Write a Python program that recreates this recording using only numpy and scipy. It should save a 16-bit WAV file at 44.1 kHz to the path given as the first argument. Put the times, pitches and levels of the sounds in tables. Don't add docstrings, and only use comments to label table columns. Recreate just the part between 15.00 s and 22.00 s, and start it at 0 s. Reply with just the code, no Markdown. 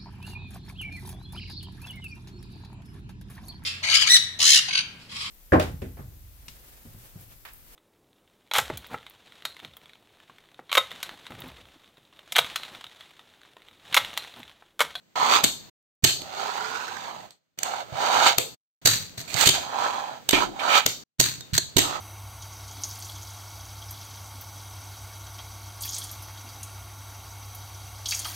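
import sys
import numpy as np
from scipy import signal
from scipy.fft import rfft, irfft, next_fast_len
from scipy.io import wavfile
from scipy.ndimage import uniform_filter1d, minimum_filter1d, map_coordinates

SR = 44100
rng = np.random.default_rng(int(sys.argv[2]) if len(sys.argv) > 2 else 0)


def master_out(mix):
    frames = np.transpose(np.atleast_2d(mix))
    ceiling = np.clip(frames, -1, 1)
    pcm = np.round(ceiling * 32767).astype(np.int16)
    wavfile.write(sys.argv[1], SR, pcm)


N = 308744
TIME = np.arange(N) / SR
ONSET_S = 0.008
THUMP_LEAD_S = 0.008

# frequency in Hz, width in Hz, level in dB.
BOARD_MODES = [(1996, 870, -4.5), (3110, 220, 5.5), (3660, 330, 7.5), (4280, 460, 7), (6255, 310, 1.5),
               (7360, 300, -1.5), (8340, 150, -11)]
# frequency in Hz, width in Hz, level in dB.
STAPLER_MODES = [(1650, 520, -1), (3880, 120, 3.5), (4160, 220, 9), (4523, 200, 7.5), (5750, 200, 0.5),
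                 (6210, 530, 0.5), (6860, 86, 4), (7360, 190, -2.5), (7900, 130, -3)]
RINGS_WITH = {"table": BOARD_MODES, "stapler": STAPLER_MODES}
# frequency in Hz, level in dB.
GRIT_SPECTRUM = [(300, -39), (1200, -1), (2300, 0), (3300, 1.5), (4500, 1.5), (5500, -5.5), (6400, -0.5),
                 (8500, -11), (12500, -16.5), (16000, -15)]
# time in seconds, strength in dB, deck note in Hz, note level in dB, note t60 in seconds.
POP_ROWS = [(0.4417, 1, 272, -24, 0.12), (3.3844, -1.5, 475, -30, 0.29), (5.864, -0.5, 402, -32, 0.16)]


def amp(db):
    return 10 ** (np.asarray(db) / 20)


def unit(x):
    return x / np.sqrt(np.mean(x ** 2) + 1e-20)


def along(points, hz):
    f, v = np.transpose(points)
    return np.interp(np.log(hz + 1), np.log(f + 1), v)


def filtered(x, response):
    size = x.shape[-1]
    m = next_fast_len(size + 8192)
    return irfft(rfft(x, m) * response(np.fft.rfftfreq(m, 1 / SR)), m)[..., :size]


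def coloured(x, spectrum):
    return filtered(x, lambda hz: amp(along(spectrum, hz)))


def resonant(x, modes, direct_db):
    def response(f):
        peaks = sum(amp(db) * 1j * f * w / (c * c - f * f + 1j * f * w) for c, w, db in modes)
        return amp(direct_db) + peaks
    return filtered(x, response)


def wobble(rate):
    return map_coordinates(rng.standard_normal(8192), [TIME * rate], mode="wrap")


def panned(lr_db):
    g = amp(np.array([np.atleast_1d(lr_db), -np.atleast_1d(lr_db)]) / 2)
    return g / np.sqrt(np.mean(g ** 2, axis=0))


def add(track, s, sound):
    part = track[:, round(s * SR):][:, :sound.shape[-1]]
    part += sound[..., :part.shape[-1]]


def arrival(x):
    port_lag = 0.0003307
    return filtered(x, lambda hz: np.exp(-1j * np.pi * hz * port_lag * np.array([[1], [-1]])))


def room(x, build=0.0077):
    # frequency in Hz, t60 in seconds.
    room_t60 = [(100, 0.72), (500, .5), (2000, 0.186), (5000, 0.45), (9000, 0.2963), (15000, 0.39)]
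    # frequency in Hz, level in dB.
    room_colour = [(100, 0.5), (400, -5.5), (1000, 1), (2500, 6), (4100, 2.5), (5400, -2.5), (7000, 3),
                   (9000, 2), (13000, -2)]
    hz, t, z = signal.stft(rng.standard_normal((2, SR // 2)), SR, nperseg=256)
    fade = amp(along(room_colour, hz)[:, None] - 60 * t / along(room_t60, hz)[:, None])
    tail = signal.istft(z * fade * (1 - np.exp(-t / build)), SR, nperseg=256)[1]
    return signal.fftconvolve(x, tail / np.linalg.norm(tail[0]), axes=1)


def asperities(rate, spread_db):
    # frequency in Hz, left-right likeness (1 = identical).
    likeness = [(100, 1), (300, 0.27), (900, 0.36), (2000, 0.049), (8000, 0.28)]

    def mid_side(hz):
        turn = np.arccos(np.clip(along(likeness, hz), -1, 1)) / 2
        return np.array([np.cos(turn), np.sin(turn)])
    size = amp(spread_db * wobble(rate))
    mid, side = filtered(size * rng.standard_normal((2, N)), mid_side)
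    return np.array([mid + side, mid - side])


def gritty(size, rate, spread_db):
    knots = rng.standard_normal(8192)
    sizes = amp(spread_db * np.interp(np.arange(size) * rate / SR, np.arange(len(knots)), knots))
    noise = rng.standard_normal((3, size))
    return unit(arrival(sizes * (noise[:2] + amp(-7.5) * noise[2])))


def ring(modes, t, scatter_db, detune, phase_spread):
    hz, db, t60 = np.transpose(modes)[:, :, None]
    level, pitch, phase = rng.standard_normal((3, len(modes), 1))
    size = amp(db + scatter_db * level)
    fade = size / np.linalg.norm(size) * amp(-60 * t / t60)
    angle = 2 * np.pi * hz * (1 + detune * pitch) * t
    ports = [np.sum(fade * np.sin(angle + side * phase_spread * phase), axis=0) for side in (1, -1)]
    return np.array(ports)


def swells(rows, rise_db_per_s, fade_db_per_s):
    total = 0
    for start, rise, length, db in rows:
        t = TIME - start
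        sounding = uniform_filter1d(1.0 * ((t >= 0) & (t <= length)), size=180)
        drop_db = np.maximum(rise_db_per_s * (rise - t), fade_db_per_s * (t - rise))
        total = total + sounding * amp(db - drop_db)
    return total


def gliding(x, octaves_per_s):
    index = np.arange(x.shape[1])
    position = np.cumsum(2 ** (octaves_per_s * index / SR))
    return np.array([np.interp(position, index, channel, right=0) for channel in x])


def gate(length, attack, release):
    t = np.arange(SR) / SR
    return np.clip(np.minimum(t / attack, (length - t) / release), 0, 1)


def air():
    # frequency in Hz, level in dB.
    air_spectrum = [(30, -29.5), (143, -6.5), (1000, -20.5), (6360, -23), (11000, -31), (12200, -29.5),
                    (15000, -26)]
    return amp(-51.0) * unit(coloured(rng.standard_normal((2, N)), air_spectrum))


def strokes():
    # start, rise, hold and release in seconds,
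    # rumble in dB, change over the hold in dB, grit over rumble in dB, top pitch in Hz.
    stroke_rows = [(0.155, 0.003, 0.2, 0.1, -26, 6, -7, 1024), (1.18, 0.22, 0.64, 0.42, -33, -6.5, -3, 960),
                   (2.042, 0.03, 0.023, 0.19, -39, 1, -18, 880),
                   (2.598, 0.06, 0.16, 0.047, -31.5, -3.5, -6, 870),
                   (2.91, 0.1, 0.27, 0.066, -25.5, 8, -5.5, 1110),
                   (4.308, 0.12, 0.011, 0.027, -29, 3, 4, 910),
                   (4.512, 0.023, 0.017, 0.13, -37.5, 6, 4, 830),
                   (4.547, 0.3, 0.31, 0.094, -25.5, -15, -8, 1110),
                   (5.303, 0.056, 0.076, 0.059, -26, 1.5, -6, 1030),
                   (5.539, 0.098, 0.15, 0.041, -27, 8.5, -8, 1270),
                   (6.78, 0.052, 0.13, 0.081, -32, -1.5, -5.5, 1110)]
    depth_db = 21
    sag_hz_per_db = 18.5
    rumble, grit, pitch = [], [], []
    for start, rise, hold, release, db, change_db, grit_db, top_hz in stroke_rows:
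        t = TIME - start
        edges = np.maximum(1 - t / rise, 0) + np.maximum(t - rise - hold, 0) / release
        effort_db = change_db * np.clip((t - rise) / hold, 0, 1) - depth_db * edges
        rumble.append(amp(db + effort_db))
        grit.append(amp(db + effort_db + grit_db))
        pitch.append(top_hz + sag_hz_per_db * (effort_db - max(change_db, 0)))
    press_db, press_lead_s, press_width_s = 9, 0.083, 0.064
    press = sum(np.exp(-((TIME - s + press_lead_s) / press_width_s) ** 2) for s, *_ in POP_ROWS)
    grit_gain = np.linalg.norm(grit, axis=0) * amp(press_db * press)
    pitch_hz = np.average(pitch, axis=0, weights=np.square(rumble) + 1e-20) + 44.4 * wobble(8.8)
    return np.linalg.norm(rumble, axis=0), grit_gain, pitch_hz


def focused(x, pitch_hz, boost_db=7, width_octaves=0.46):
    hz, t, z = signal.stft(x, SR, nperseg=1024)
    away = np.log2((hz[:, None] + 1) / np.interp(t, TIME, np.maximum(pitch_hz, 1)))
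    gain = amp(boost_db * np.exp(-(away / width_octaves) ** 2))
    power = np.average(gain ** 2, axis=0, weights=np.mean(np.abs(z) ** 2, axis=(0, 2)))
    return signal.istft(z * gain / np.sqrt(power))[1][:, :N]


def specks(rate=130, spread_db=5):
    sizes = amp(spread_db * np.minimum(rng.standard_normal(N), 2))
    hits = (rng.random(N) < rate / SR) * sizes
    return unit(coloured(hits, GRIT_SPECTRUM))


def drifting_echo(x, delay=0.001098, swing=0.00039, echo_db=-10):
    position = np.arange(N) - SR * (delay + swing * wobble(1.66))
    return x + amp(echo_db) * np.array([map_coordinates(channel, [position]) for channel in x])


def wheels():
    # frequency in Hz, level in dB.
    rumble_spectrum = [(35, -64.5), (60, -35), (86, -24), (187, -20.5), (240, -12.5), (529, -5), (948, -6),
                       (1200, -6.5), (1650, -10), (2600, -21.5), (5720, -120)]
    # frequency in Hz, width in Hz, level in dB.
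    top_modes = [(614, 120, -13), (792, 120, -1), (967, 26, 2), (1041, 22, -1.5), (1190, 69, -5),
                 (1303, 33, 7), (1800, 48, -9.5)]
    rumble_gain, grit_gain, pitch_hz = strokes()
    drum = coloured(asperities(rate=700, spread_db=3.2), rumble_spectrum)
    rumble = focused(unit(resonant(drum, top_modes, direct_db=-0.5)), pitch_hz)
    grit = unit(coloured(asperities(rate=1100, spread_db=2.4), GRIT_SPECTRUM))
    crackle = grit + amp(-16) * specks()
    bumps = amp(0.6 * wobble(130) + 0.7 * wobble(25))
    rolling = bumps * (rumble_gain * rumble + grit_gain * crackle)
    roll = drifting_echo(rolling) * panned(-6.0)
    return arrival(roll) + amp(-17.5) * room(roll)[:, :N]


def clack(db, knock_db, lr_db, room_db, body, ring_db, hold, crack_t60, rise):
    # frequency in Hz, level in dB.
    crack_spectrum = [(100, -9), (500, 2), (1000, -3.5), (2200, -1), (4300, -1), (5400, 4), (12000, 4.5),
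                      (16000, -2.5)]
    # frequency in Hz, level in dB, t60 in seconds.
    knock_modes = [(287.3, -0.5, 0.053), (362.7, 2, 0.054), (475, -9, 0.05), (684, -0.5, 0.04),
                   (914, -3.5, 0.036)]
    t = np.arange(SR // 8) / SR - ONSET_S
    after = np.maximum(t, 0)
    stretch = amp(db / 2)
    onset = np.exp(np.minimum(t, 0) / (rise * stretch))
    burst = onset * amp(-60 * np.maximum(t - hold * stretch, 0) / crack_t60)
    burst = burst * (1 + amp(-8.0) * np.exp(-(t / 0.0008) ** 2))
    grains = gritty(size=len(t), rate=2200, spread_db=3.0)
    clicks = unit(grains * burst) * np.sqrt(np.mean(burst ** 2))
    modes = []
    for hz, width, level in body:
        spot_hz = hz * (1 + 0.0028 * rng.standard_normal())
        modes.append((spot_hz, width, level + ring_db + 2 * rng.standard_normal()))
    crack = unit(resonant(coloured(clicks, crack_spectrum), modes, direct_db=-0.5)) * np.std(clicks)
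    knock = ring(knock_modes, after, scatter_db=3, detune=0.04, phase_spread=0.5)
    knock = knock * (1 - np.exp(-after / 0.00044))
    hit = amp(db) * (amp(-4) * crack + amp(knock_db) * knock)
    out = amp(room_db) * room(hit)
    add(out, 0, hit * panned(lr_db))
    return out


def thump(db):
    # frequency in Hz, level in dB, t60 in seconds.
    table_modes = [(81, 0, 0.012), (101, -1, 0.1), (128, 4.5, 0.094), (160, -8.5, 0.2), (232, -7, 0.017)]
    t = np.arange(SR // 3) / SR
    u = t / 0.0035
    push = (1 - u) * np.exp(-u) * panned(-13.5)
    low_ring = ring(table_modes, t, scatter_db=2, detune=0.028, phase_spread=0.55)
    onset = 1 - np.exp(-t / 0.007)
    boom = amp(db) * (amp(11.0) * low_ring + amp(-11) * push) * onset
    out = amp(-13) * room(boom)
    add(out, 0, boom * panned(-8.5))
    return out


def pops():
    knock_db, thump_db = -23, -33.5
    out = np.zeros((2, N))
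    t = np.arange(SR // 3) / SR
    for s, db, note_hz, note_db, note_t60 in POP_ROWS:
        crack = clack(db, knock_db, lr_db=6, room_db=-10.5, body=BOARD_MODES, ring_db=-8,
                      hold=0.0008, crack_t60=0.013, rise=0.0016)
        add(out, s - ONSET_S, crack)
        buzz = gritty(size=SR, rate=90, spread_db=3)
        note = unit(resonant(buzz, [(note_hz, 45, 0)], direct_db=-40))[:, :len(t)]
        add(out, s, amp(note_db - 60 * t / note_t60) * note * (1 - np.exp(-t / 0.0022)))
        add(out, s - THUMP_LEAD_S, thump(db + thump_db))
    return out


def taps():
    # time in seconds, strength in dB, left over right in dB,
    # room in dB, knock relative to the strength in dB, what is struck.
    tap_rows = [(0.4455, -7.5, 3.5, -7.5, -18.5, "table"), (1.070, -21, 1, 4, -31, "table"),
                (1.0751, -14, -5, 4, -35, "table"), (1.2186, -26.5, -12.5, -23, -10, "table"),
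                (2.307, -27.5, -4.5, -1, -35, "table"), (4.177, -35.5, 0, 5, -2.5, "stapler"),
                (4.333, -25, -7, -13, -12, "table"), (4.3425, -14.5, -16.5, -8, -18, "table"),
                (4.411, -8.5, -12, -4.5, -31, "table"), (4.4598, -8, -10, -18.5, -29, "table"),
                (5.3327, -16, -30, -3.5, 10, "table"), (6.408, -27, -7, -14, -38, "stapler"),
                (6.5794, -2, -7, -16.5, -21, "stapler"), (6.791, -7.5, -3, -3, -46, "table"),
                (6.798, -21, 1, -6, -7, "table")]
    # time in seconds, strength in dB.
    push_rows = [(2.923, -35), (3.927, -42.5), (4.183, -37), (4.345, -30.5), (6.382, -39), (6.529, -23)]
    out = np.zeros((2, N))
    for s, db, lr_db, room_db, knock_db, struck in tap_rows:
        tap = clack(db, knock_db, lr_db, room_db, RINGS_WITH[struck], ring_db=6,
                    hold=0.0016, crack_t60=0.022, rise=0.0007)
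        add(out, s - ONSET_S, tap)
    for s, db in push_rows:
        add(out, s, thump(db))
    return out


def landings():
    # time in seconds, strength in dB, second axle later by seconds, second axle strength in dB,
    # knock relative to the strength in dB, thump in dB, what is struck.
    landing_rows = [(1.043, -0.5, 0.0037, -1.5, -15, -21.5, "table"),
                    (2.5886, -19, .0437, -12.5, -41, -66, "table"),
                    (3.858, 2, .0158, -0.5, -21, -27.5, "stapler"),
                    (4.474, 1, .0172, -2.5, -17, -22, "table"),
                    (5.291, -6.5, .0186, -10.5, -30, -47.5, "table"),
                    (6.2005, 0.5, 0.0113, -9, -18.5, -25, "stapler"),
                    (6.769, -2, .015, -2.5, -8, -21.5, "table")]
    out = np.zeros((2, N))
    for s, first_db, gap, second_db, knock_db, thump_db, struck in landing_rows:
        add(out, s - THUMP_LEAD_S, thump(thump_db))
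        for at, db in (s, first_db), (s + gap, second_db):
            axle = clack(db, knock_db, lr_db=-8.5, room_db=-9.5, body=RINGS_WITH[struck], ring_db=0,
                         hold=0.003, crack_t60=0.014, rise=0.0017)
            add(out, at - ONSET_S, axle)
    return out


def coasting(room_db=-14):
    # start in seconds, length in seconds, level in dB.
    coast_rows = [(1.312, 0.85, -35.5)]
    # frequency in Hz, width in Hz, level in dB.
    hum_modes = [(386, 22, 9), (850, 73, 3.5), (1240, 81, 13), (1420, 89, -4), (4250, 560, -2.5)]
    out = np.zeros((2, N))
    for start, length, db in coast_rows:
        hum = unit(resonant(gritty(size=SR, rate=200, spread_db=4.0), hum_modes, direct_db=-45))
        climbing = gliding(hum, octaves_per_s=0.55)
        add(out, start, amp(db) * climbing * gate(length, attack=0.062, release=0.45))
    out = out * amp(1.5 * wobble(70)) * panned(-18)
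    return out + amp(room_db) * room(out)[:, :N]


def metallic_swells(flicker_db=1.2, room_db=-13, low_db=-17):
    # start, rise and length in seconds, level in dB.
    swell_rows = [(3.885, 0.051, 0.38, -20), (4.176, 0.0043, 0.18, -33), (6.226, 0.033, 0.19, -23.5),
                  (6.534, 0.012, 0.041, -22)]
    # frequency in Hz, level in dB.
    metallic_spectrum = [(200, -46), (900, 2), (2400, 10), (4300, 6.5), (5500, 10), (7200, 7.5),
                         (9000, 9.5), (16000, 5.5)]
    # frequency in Hz, level in dB.
    low_spectrum = [(45, -32), (90, 6), (145, 8), (320, -10.5), (1500, -66)]
    rough = asperities(rate=450, spread_db=4.2)
    ringing = unit(resonant(coloured(rough, metallic_spectrum), STAPLER_MODES, direct_db=-0.5))
    metallic = ringing * amp(flicker_db * wobble(150))
    low = amp(low_db) * unit(coloured(rough, low_spectrum)) * panned(1.5)
    both = metallic * swells(swell_rows, rise_db_per_s=176.0, fade_db_per_s=194.0)
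    both = both + low * swells(swell_rows, rise_db_per_s=55, fade_db_per_s=118.0)
    return arrival(both) + amp(room_db) * room(both)[:, :N]


def drags(room_db=-12):
    # start in seconds, length in seconds, level in dB, resonance at the start in Hz.
    drag_rows = [(4.274, 0.14, -34.5, 2440), (4.359, 0.086, -21, 2150), (4.398, 0.057, -17.5, 1500),
                 (4.447, 0.04, -15.5, 2400)]
    # frequency in Hz, level in dB.
    drag_spectrum = [(100, -7), (500, 0.5), (4300, 1.5), (7200, 2.5), (15000, -1.5)]
    out = np.zeros((2, N))
    for start, length, db, hz in drag_rows:
        grains = coloured(gritty(size=SR, rate=650, spread_db=2.5), drag_spectrum)
        modes = [(hz, 300, 6), (4400, 350, 2), (7300, 600, 1)]  # Hz, width Hz, dB
        rasp = gliding(unit(resonant(grains, modes, direct_db=1.0)), octaves_per_s=-1.6)
        add(out, start, amp(db) * rasp * gate(length, attack=0.0088, release=0.02))
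    return out * panned(-15) + amp(room_db) * room(out)[:, :N]


def skids():
    # start, rise and length in seconds, level in dB.
    skid_rows = [(5.328, 0.015, 0.087, -17), (5.593, 0.0029, 0.034, -30.5), (5.69, 0.063, 0.16, -18.5)]
    # frequency in Hz, width in Hz, level in dB.
    skid_modes = [(1850, 86, 3), (2384, 220, 11), (3040, 510, 6)]
    rasp = resonant(asperities(rate=2300, spread_db=1.0), skid_modes, direct_db=-34.0)
    pressure = swells(skid_rows, rise_db_per_s=160, fade_db_per_s=216.5)
    return pressure * arrival(unit(rasp)) * panned(-7.0)


def pings(room_db=-9):
    # time in seconds, level in dB, frequency in Hz, t60 in seconds.
    ping_rows = [(6.409, -42, 3700, 0.13), (6.5815, -16, 4237, 0.036)]
    out = np.zeros((2, N))
    t = np.arange(SR // 4) / SR
    for s, db, hz, t60 in ping_rows:
        note = amp(db) * ring([(hz, 0, t60)], t, scatter_db=0, detune=0, phase_spread=0.5)
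        add(out, s, note)
        add(out, s, amp(room_db) * room(note))
    return out


def scene():
    rolling = wheels() + coasting()
    rough = metallic_swells() + drags() + skids()
    striking = pops() + taps() + landings() + pings()
    return air() + rolling + rough + striking


def record(dry):
    # frequency in Hz, level in dB.
    treble_colour = [(4600, 1), (5050, -4.5), (5900, -4), (6250, -1), (8400, -1), (9000, -7.5),
                     (10600, -22.5), (11300, -27), (11800, -1.5), (15500, -4)]
    # start in seconds, end in seconds, depth in dB, fade down in seconds.
    mute_rows = [(0, 0.156, -13.5, 0.00079), (0.696, 1.025, -57, 0.007), (2.256, 2.576, -29.5, 0.15),
                 (3.544, 3.816, -52.5, 0.026), (6.036, 6.186, -46, 0.0041)]
    x = coloured(dry, treble_colour)
    mute_db = 0
    for start, end, db, fade in mute_rows:
        mute_db = mute_db + db * np.clip((TIME - start) / fade, 0, 1) * (TIME < end)
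    x = x * uniform_filter1d(amp(mute_db), size=130)
    needed = np.minimum(1, 0.85 / (np.abs(x) + 1e-9))
    x = x * uniform_filter1d(minimum_filter1d(needed, size=60), size=60)
    top_hz = 15700
    return filtered(x, lambda hz: 1 / np.sqrt(1 + (hz / top_hz) ** 200))


dry = scene()
out = record(dry)
master_out(out)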